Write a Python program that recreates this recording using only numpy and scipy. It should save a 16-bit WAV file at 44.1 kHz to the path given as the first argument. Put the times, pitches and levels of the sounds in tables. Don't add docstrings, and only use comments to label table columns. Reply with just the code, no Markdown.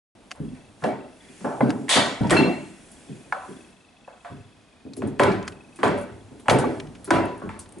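import sys
import numpy as np
from scipy import signal
from scipy.fft import rfft, irfft, next_fast_len
from scipy.io import wavfile
from scipy.ndimage import uniform_filter1d, minimum_filter1d

SR = 44100
rng = np.random.default_rng(int(sys.argv[2]) if len(sys.argv) > 2 else 0)


def master(y):
    cut = np.clip(np.atleast_2d(y).T, -1, 1)
    pcm = np.round(cut * 32767)
    wavfile.write(sys.argv[1], SR, pcm.astype(np.int16))


def linear_from_db(decibels):
    return 10 ** (np.asarray(decibels, float) / 20)


N = 343980


def unit(x):
    return x / np.sqrt(np.mean(x ** 2) + 1e-20)


def along(points, hz):
    f, v = np.transpose(points)
    return np.interp(np.log(hz + 1), np.log(f + 1), v)


def filtered(x, response):
    m = next_fast_len(x.shape[-1] + 8192)
    spectrum = rfft(x, m) * response(np.fft.rfftfreq(m, 1 / SR))
    return irfft(spectrum, m)[..., :x.shape[-1]]


def modes(peaks, low_hz=20, top_hz=12000, damping=1):
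    def response(f):
        h = 0
        for k, (centre, width, db) in enumerate(peaks):
            drag = 1j * f * width
            h = h + (-1) ** k * linear_from_db(db) * drag / (centre * centre - f * f + drag * damping)
        h = h * f * f / (low_hz ** 2 - f * f + 1.2j * f * low_hz)
        h = h / (1 - (f / top_hz) ** 2 + 1.2j * f / top_hz)
        return h / np.sqrt(np.mean(np.abs(h) ** 2))
    return response


def shape(points):
    return lambda f: unit(linear_from_db(along(points, f)))


def add(track, s, x):
    part = track[round(s * SR):][:len(x)]
    part += x[:len(part)]


def patchy(depth_db, bins, frames):
    z = signal.stft(rng.standard_normal((2, N)), nperseg=512)[2]
    field = uniform_filter1d(rng.standard_normal(z.shape[1:]), bins, axis=0)
    field = uniform_filter1d(field, frames, axis=1)
    return unit(signal.istft(z * linear_from_db(depth_db * unit(field)), nperseg=512)[1][:, :N])


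def near(dry):
    return np.array([dry, .5 * np.roll(dry, 60)])


def in_room(sent, t60, build):
    power = sent ** 2
    for tau in (build, t60 / (2 * np.log(1000))):
        pole = np.exp(-1 / (tau * SR))
        power = signal.lfilter([1 - pole], [1, -pole], power)
    return np.sqrt(power) * patchy(depth_db=2.5, bins=2, frames=10)


# time in seconds, level in
# dB.
BACKGROUND = [(.15, -1.5), (1.2, -2.2), (3.5, 0.5), (3.71, -3), (3.77, -6.5), (4.75, -6), (5.4, -1.3), (7, 3.5),
              (7.8, 0.5)]


def background_db():
    s, db = np.transpose(BACKGROUND)
    return np.interp(np.arange(N) / SR, s, db)


# frequency in Hz, density in dB per Hz.
HISS = [(410, -9), (700, -0.5), (2510, -7), (3020, -8), (3350, -5.5), (4480, -10), (9860, -27),
        (11200, -37), (14600, -61), (22000, -120)]


def hiss():
    return linear_from_db(-61.5) * filtered(rng.standard_normal((2, N)), shape(HISS))


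# frequency in Hz, density in dB per Hz.
RUMBLE = [(12, -32), (25, -10), (60, -2), (130, -5), (250, 2), (400, -6), (700, -8), (1100, -16),
          (1600, -26), (3300, -120)]


def rumble():
    return linear_from_db(-52 + background_db()) * filtered(rng.standard_normal((2, N)), shape(RUMBLE))


# frequency in Hz, density in dB per Hz.
RUSTLE = [(710, -25), (1200, -14), (1490, -2), (2160, -3.5), (2630, -3), (3930, -10.5), (9830, -5.5),
          (11200, -11.5), (14600, -46), (22000, -120)]
# middle in seconds, half length in seconds, level in dB.
SWISHES = [(.5, 0.13, -60), (.86, 0.052, -48), (1.412, 0.15, -47.5), (1.75, 0.48, -51.5),
           (2.516, 0.16, -50.5), (2.953, 0.5, -50), (3.54, 0.17, -52), (4.332, 0.17, -60.5),
           (5.806, 0.051, -53.5), (6.684, 0.13, -49.5), (7.197, 0.063, -73)]


def rustle():
    t = np.arange(N) / SR
    level = linear_from_db(-63.5 + 0.74 * background_db())
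    for middle, half, db in SWISHES:
        level = level + linear_from_db(db - 9.5) * np.exp(-((t - middle) / half) ** 2)
    return level * filtered(patchy(depth_db=1.2, bins=14, frames=20), shape(RUSTLE))


# start in seconds, level in dB, pitch in Hz, body in dB re
DRY_TICKS = [(5.191, -30, 4000, 10), (.3085, -25, 4300, 5), (.425, -45, 8000, -5), (.55, -42, 8500, 5),
             (5.4517, -37, 8500, -15), (5.471, -30, 5000, -5), (5.8024, -36, 9500, -10),
             (5.84, -24, 9500, -10), (5.985, -28, 9000, -10), (5.996, -28, 10000, -10),
             (6.022, -30, 9500, -10), (6.032, -32, 10300, -10), (5.201, -20, 8200, -10),
             (2.214, -34, 9000, -5), (7.1055, -6, 4500, 6), (7.1075, -10, 7500, 0),
             (3.324, -28, 4300, 10), (.839, -22, 3000, 8),
             (0.3142, -16.5, 4300, 9.5), (0.3571, -37, 9900, -2), (1.6944, -20, 4020, -4),
         (1.703, -16, 4430, 10), (2.234, -30, 4110, 8), (4.9343, -19, 4040, -7), (5.234, -10, 9900, 11),
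         (5.4271, -29.5, 6000, 10), (5.4778, -11, 4300, 6), (5.5215, -35, 5980, 11),
         (5.878, -19.5, 7500, 1.5), (6.7993, -27, 4900, 16), (6.8704, -52, 4500, 26.5),
         (7.2535, -25, 10100, -14), (7.3776, -32, 10300, -23), (7.3991, -38, 8450, 2.1),
         (7.5494, -50, 4180, 3), (7.659, -52, 7490, 23), (7.6904, -30.5, 8800, -8), (7.7228, -26, 9300, -8),
         (7.7842, -28, 9100, -15)]
# start in seconds, level in dB, pitch in Hz, body in dB re tick.
JANGLES = [(2.2695, -29, 4340, 7), (2.296, -19, 8000, 13), (2.306, -6.5, 8100, 5),
           (2.9153, -28.5, 10000, -20), (4.966, -23.5, 10000, -7), (5.0715, -29.5, 9200, -10),
           (5.316, -27, 4130, 9), (5.7583, -31, 9100, -4), (5.975, -31, 9800, -11), (6.01, -30, 10000, -9),
           (6.397, -33.5, 10700, 1.5), (6.4968, -3.5, 5830, 9), (6.5854, -12, 8900, -5),
           (6.9504, -44, 4400, 17), (7.0439, -19, 10300, -9), (7.591, -18.5, 9100, -12)]


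def ticks(rows, t60, room_db):
    dry, sent = np.zeros((2, N))
    t = np.arange(SR // 8) / SR
    for s, db, hz, body_db in rows:
        click = rng.standard_normal(len(t)) * linear_from_db(db - 15.5 - 60 * t / t60) * (1 - np.exp(-t / 0.00098))
        click[30] += 4 * linear_from_db(db - 15.5)
        bright = modes([(hz, 0.14 * hz, 0), (7500, 7000, -28)], low_hz=2570)
        dull = modes([(2020, 3500, 0)], low_hz=600, top_hz=4440)
        add(dry, s, filtered(click, lambda f: bright(f) + linear_from_db(body_db - 1.5) * dull(f)))
        add(sent, s, linear_from_db(room_db) * click)
    room = filtered(in_room(sent, 0.16, build=0.0045), modes([(8700, 14000, 0)], low_hz=3500))
    return near(dry) + room


def loose_parts():
    short = ticks(DRY_TICKS, t60=0.027, room_db=-15)
    return short + ticks(JANGLES, t60=0.066, room_db=-4)


# start in seconds, level in dB, board pitch in Hz,
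# rebound delay in seconds, rebound in dB re blow.
STROKES = [
    (5.1955, -10.5, 380, 0.032, -8.5),
    (5.831, -14.5, 405, 0.03, -3),
    (6.483, -10, 294, .024, 1.5),
    (7.106, -13, 333, 0.029, -1.5),
]
# start in seconds, frame in dB, plate in dB re frame,
# brightness in dB re frame, direct sound in dB re room.
KNOCKS = [(0.838, -17, -10, -15, -2.5), (1.446, -19.5, -7, -22.5, -3), (1.607, -14.5, -8, -20.5, -1.5),
          (2.208, -25, -10, -14, -4), (2.243, -23, -11, -11.5, -7), (2.306, -12, -2.5, -6, -7.5),
          (2.365, -15, -3, -3, -5), (3.3235, -26, 3, -13, 3), (4.077, -39, -2.2, -18, 1.5),
          (4.247, -38, 4.5, -4.5, -5), (5.02, -29, -7.5, -12, 4), (6.641, -24, -9, -13, -3),
          (7.416, -34, -1, -18, -3), (7.491, -43, 10, 3, 2.1)]
# start in seconds, frame in dB, plate and brightness in dB re frame.
SHAKES = [(0.35, -44, -2, -12), (0.549, -46, -4, -4), (0.822, -36, 2, -12), (6.457, -32.5, -6, -14),
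          (1.215, -58, -11, 7), (1.407, -46, 0, -3), (1.502, -25, -26, -33), (1.672, -27, -22, -16.5),
          (1.882, -35.5, 3, 7), (1.964, -12.5, -2, -7.5), (2.329, -12, -5.5, -7), (2.405, -18, -27, -18),
          (3.09, -48, -16, -38), (5.788, -36.5, 2, -6), (7.075, -34.5, 0.1, -12), (7.76, -46, -9, -10)]
SHAKE_DIRECT_DB = -5.5


def scrape():
    return [(1.892 + k * .016, -21.5 - k * 0.65, -1, 1.5, 7.5 - k, SHAKE_DIRECT_DB) for k in range(5)]


def blows():
    contacts = list(KNOCKS) + [(*row, SHAKE_DIRECT_DB) for row in SHAKES]
    for s, db, _, after, less_db in STROKES:
        contacts.append((s, db, -0.35, -7.5, -0.15))
        contacts.append((s + after, db + less_db, -13.5, -16.5, SHAKE_DIRECT_DB))
    crack_db = -9.5
    return scrape() + [(*row[:4], row[3] + crack_db, row[4]) for row in contacts]


def rattle(length, grain_db):
    t = np.arange(SR // 8) / SR
    grain = np.repeat(rng.standard_normal(len(t) // 40 + 1), 40)[:len(t)]
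    return unit(rng.standard_normal(len(t)) * linear_from_db(grain_db * grain)) * np.exp(-(t / length) ** 2)


# frequency in Hz, width in Hz, level in dB.
FRAME = [(498, 32.6, -0.5), (581.4, 28.4, 2.5), (661.5, 52, 0.5), (736, 53, 0.5), (879, 83, -2)]
# frequency in Hz, width in Hz, level in dB.
PLATE = [(992, 47, 3), (1137, 97, -1), (1330, 130, -1), (1489, 43.5, 2.5), (1541, 67, -0.5),
         (1725, 35, -2.5)]
# frequency in Hz, width in Hz, level in dB.
LINKAGE = [(1878, 147, 12), (2290, 170, 10), (2680, 180, 5.5), (3380, 300, 0), (3515, 260, -4.5),
           (4300, 800, -6), (4700, 900, -8)]
# frequency in Hz, density in dB per Hz.
CRACK = [(1500, -60), (2500, -10), (3300, 0.5), (4300, -3.5), (5500, -9), (7000, -8.5), (9700, -9),
         (11200, -21), (14600, -42), (22000, -120)]
ROOM_T60_S = [0.58, 0.53, 0.57, 0.59, 0.54]


def softly_struck(part, contact_hz=2600):
    return lambda f: part(f) / (1 - (f / contact_hz) ** 2 + 1.4j * f / contact_hz)


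def knocks():
    dry, sent = np.zeros((2, 4, N))
    for s, db, plate_db, linkage_db, crack_db, direct_db in blows():
        snap, shake = rattle(0.0018, grain_db=1.0), rattle(0.0065, grain_db=-2)
        snap = 0.68 * snap
        snap[0] += 6.13
        levels_db = db + 1.5, db + plate_db + 0.5, db + linkage_db + 1.5, db + crack_db + 4.5
        for part, level_db in enumerate(levels_db):
            add(dry[part], s, linear_from_db(level_db + direct_db) * snap)
            add(sent[part], s, linear_from_db(level_db) * shake)
    dry *= linear_from_db([[4], [4], [2], [-9]])
    iron = (FRAME, 400, 1100), (PLATE, 800, 2100), (LINKAGE, 1500, 6000)
    frame, plate, linkage = [modes(*part, damping=1.74) for part in iron]
    snapping = [softly_struck(frame), softly_struck(plate), linkage, modes([(7700, 3400, 0)], low_hz=4000)]
    split_hz, top_t60 = 7500, 0.32
    ringing_on = [modes(*part) for part in iron] + [lambda f: shape(CRACK)(f) / (1 + (f / split_hz) ** 4)]
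    out = filtered(in_room(sent[3], top_t60, build=0.00035),
                   lambda f: 1.13 * shape(CRACK)(f) / (1 + (split_hz / (f + 1)) ** 4))
    for k in range(4):
        out = out + filtered(near(dry[k]), snapping[k])
        out = out + filtered(in_room(sent[k], ROOM_T60_S[k + 1], build=0.00047), ringing_on[k])
    return out


# start in seconds, level in dB, board pitch in Hz, joists in dB re board.
THUMPS = [(0.402, -25, 151, -12), (0.82, -29.5, 162, -25), (0.841, -18.5, 253, -37),
          (1.294, -41.5, 320, -24), (1.444, -21, 374, -31), (1.606, -11, 265, -30), (1.659, -14, 280, -43),
          (1.822, -35.5, 376, -37), (1.957, -14.5, 218, -22.5), (2.207, -14.5, 130, -8.5),
          (2.311, -10.5, 197, -24), (2.385, -9.5, 276, -36), (1.408, -33.5, 200, -16),
          (3.088, -31, 201, -33), (3.485, -32, 188, -29), (4.302, -32, 126.5, -9.5), (4.852, -30, 225, -21),
          (4.972, -24.5, 370, -14.5), (5.032, -19.5, 255, -10), (5.066, -25.5, 263, -23),
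          (5.269, -16, 200, -17.5), (5.787, -33, 385, -25), (6.096, -38.5, 264.7, 1.5),
          (6.312, -36.5, 240, -19), (6.648, -20, 300, -15), (6.825, -33, 127, -8), (7.075, -28.5, 363, -15),
          (7.249, -27, 371, -20), (7.434, -26.5, 307, -7.5), (7.766, -34, 261, -27)]


def pushes():
    rows = list(THUMPS)
    for s, db, hz, after, less_db in STROKES:
        rows.append((s + .003, db, hz, -18))
        rows.append((s + after, db + less_db - 1, hz, -18))
    return rows


# frequency in Hz, width in Hz, level in dB.
BOARDS = [(138.4, 18.8, -0.5), (192.7, 25.7, -2.5), (256, 41.4, -1), (326, 48.4, -2), (402.8, 48, -2)]
# frequency in Hz, width in Hz, level in dB.
JOISTS = [(35, 25, -13), (59.4, 22, -6), (81.5, 13, -1.5), (106, 9.2, 6.5)]


def thumps():
    out, deep = np.zeros((2, 2, N))
    t = np.arange(SR * 3 // 4) / SR
    for s, db, hz, joists_db in pushes():
        push = np.exp(-(t / 0.031) ** 2)
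        push = push + 1.455 * linear_from_db(-60 * t / ROOM_T60_S[0]) * (1 - np.exp(-t / 0.028))
        impact = 22.5 * (t == 0) * [[1], [.5]]
        pair = linear_from_db(db - 8.5) * (push * rng.standard_normal((2, len(t))) + impact)
        scatter_db = 3.13 * rng.standard_normal(len(BOARDS))
        loaded = [(centre, width, level_db + more_db - 6 * abs(np.log2(centre / hz)))
                  for (centre, width, level_db), more_db in zip(BOARDS, scatter_db)]
        sway = linear_from_db(db + joists_db - 4.5 - 60 * t / 0.82) * rng.standard_normal((2, len(t)))
        answer = filtered(pair, modes(loaded, low_hz=99, top_hz=477))
        for k in range(2):
            add(out[k], s, answer[k])
            add(deep[k], s, sway[k])
    return out + filtered(deep, modes(JOISTS, top_hz=140))


def ringing(rows):
    out = np.zeros((2, N + SR))
    t = np.arange(SR * 3 // 4) / SR
    slow = shape([(0, 0), (16, 0), (45, -40), (22000, -120)])
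    for s, hz, db, t60 in rows:
        rough = 1 + .45 * filtered(rng.standard_normal((2, len(t))), slow)
        envelope = linear_from_db(db - 60 * t / t60) * (1 - np.exp(-t / 0.001))
        tone = np.sin(2 * np.pi * (hz * t + rng.random((2, 1))))
        out[:, round(s * SR):][:, :len(t)] += rough * envelope * tone
    return out[:, :N]


# start in seconds, mode in Hz, level in dB, t60 in seconds.
BODY = [(.402, 156, -30, .5), (.402, 215, -31, .5), (3.3235, 834, -17, .045), (3.3235, 1540, -14, .04),
        (3.3235, 2200, -21, .025), (3.324, 4600, -40, .015), (6.65, 500, -9, .1), (6.639, 860, -20, .12),
        (6.641, 1150, -24, .06), (.402, 260, -24, .1), (.52, 250, -30, .15), (.402, 40, -44, .6),
        (7.107, 3600, -26, .04), (7.107, 1500, -21, .15), (.84, 1700, -32, .1), (.84, 2700, -38, .12),
        (1.503, 900, -28, .06), (1.673, 600, -22, .06), (2.243, 950, -24, .08), (4.3, 87, -48, .6),
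        (7.107, 334, -17, .3), (7.107, 571, -20, .3), (7.225, 985, -28, .4), (6.69, 1980, -41, .2),
        (2.366, 2725, -30, .7), (2.366, 2530, -36, .3), (2.366, 3375, -40, .3), (2.209, 135, -16, .4),
        (2.39, 251, -20, .4), (2.39, 400, -23, .4), (5.479, 9950, -59, .3), (1.608, 2050, -30, .05),
        (1.619, 2000, -30, .04), (1.446, 1150, -24, .04), (.318, 750, -38, .05), (5.834, 580, -24, .3),
        (1.96, 650, -26, .3), (7.42, 1100, -38, .2), (6.8, 2400, -30, .03), (2.364, 2320, -22, .06),
        (2.364, 1650, -24, .06), (2.31, 3650, -26, .04), (2.209, 200, -18, .1), (5.25, 1010, -30, .5),
        (7.724, 8900, -52, .2), (7.592, 8900, -46, .15)]


def body():
    return ringing(BODY)


# start in seconds, end in seconds, low mode in Hz, low mode in dB,
# high mode in dB.
DRIVE = [
    (.44, .7, 2630, -58, -62),
    (.95, 1.189, 2680, -54.5, -62),
    (1.19, 1.32, 2080, -57, -55),
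    (1.32, 2.6, 2735, -68, -58),
    (2.6, 3.05, 2520, -61, -56.5),
    (3.05, 3.3, 2500, -55.5, -59),
    (3.3, 4.55, 2600, -55, -59),
    (4.55, 5.35, 2495, -58.5, -64),
    (5.35, 5.8, 2570, -50.5, -66),
    (5.8, 6.6, 2610, -66, -61),
]


def drive():
    t = np.arange(N) / SR
    step = (t + .01) * 25
    blip = np.exp(-((step % 1 - .5) / 25 / 0.0049) ** 2)
    uneven_db, swell_db = 2.5, 1.5
    chance = rng.standard_normal((4, 200))
    chance += swell_db / uneven_db * uniform_filter1d(chance, size=7, axis=1)
    low, high, low_wander, high_wander = chance[:, step.astype(int)]
    high_tone = np.sin(2 * np.pi * (3360 + 50 * high_wander) * t)
    tone = np.zeros(N)
    for start, end, hz, low_db, high_db in DRIVE:
        low_tone = np.sin(2 * np.pi * (hz + 14 * low_wander) * t)
        both = linear_from_db(low_db + uneven_db * low) * low_tone + linear_from_db(high_db + uneven_db * high) * high_tone
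        tone += both * (t >= start) * (t < end)
    return blip * tone * np.array([[1], [.5]])


# start in seconds, mode in Hz, level in dB.
STEEL = [(2.366, 2702, -19), (2.366, 2672, -30), (2.366, 4124, -31.5), (2.366, 4221, -29),
         (4.246, 700, -41.5), (.84, 2266, -43.5), (.84, 627, -24), (3.324, 761, -35), (7.491, 890, -40),
         (7.491, 1330, -45.5), (5.197, 1005, -23), (7.108, 990, -20.5), (5.834, 412, -21.5)]
# frequency in Hz, level in dB.
TREADLE = [(409, -2.5), (575, -4), (1007, -7), (1292, -12), (1534, -17), (2336, -24)]


def steel():
    struck = list(STEEL)
    for s, db, *_ in STROKES:
        for hz, mode_db in TREADLE:
            struck.append((s, hz, db + mode_db - 14.5 + 5.5 * rng.standard_normal()))
    return ringing([(*row, 0.49) for row in struck])


# frequency in Hz, left-right likeness from 0 to 1.
ALIKE = [(30, 0.85), (60, .97), (170, .98), (490, 0.96), (1390, 0.64), (3950, 0.52), (11300, 0.8)]
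# frequency in Hz, lead in radians.
LEAD = [(30, 0.6), (125, 0.62), (300, 0.85), (700, 0.6), (2000, 0.25), (7000, 0.1)]


def scene():
    both = hiss() + rumble() + rustle() + loose_parts() + knocks() + thumps() + body() + drive() + steel()

    def share(hz):
        turn = np.arccos(np.clip(along(ALIKE, hz), -1, 1)) / 2
        return np.array([np.cos(turn), np.sin(turn)])

    def lead(hz):
        return np.exp(.5j * np.outer([1, -1], along(LEAD, hz)))

    mid, side = filtered(both, share)
    return filtered(np.array([mid + side, mid - side]), lead)


def roll_off(x):
    return signal.sosfilt(signal.butter(12, 15200, fs=SR, output="sos"), x)


def record(dry):
    recovery_db = 90 * np.arange(N) / SR
    peak_db = 20 * np.log10(np.abs(dry).max(0) + 1e-9)
    held_db = np.maximum.accumulate(peak_db + recovery_db) - recovery_db
    gain = linear_from_db(1.01 * np.minimum(0, -5.5 - held_db))
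    gain = uniform_filter1d(minimum_filter1d(gain, size=90), size=90)
    kept = filtered(dry * gain, lambda hz: np.where(hz < 11150, 1, linear_from_db(-20.5)))
    mix = kept * (np.arange(N) > .151 * SR)
    return roll_off(mix)


dry = scene()
out = record(dry)
master(out)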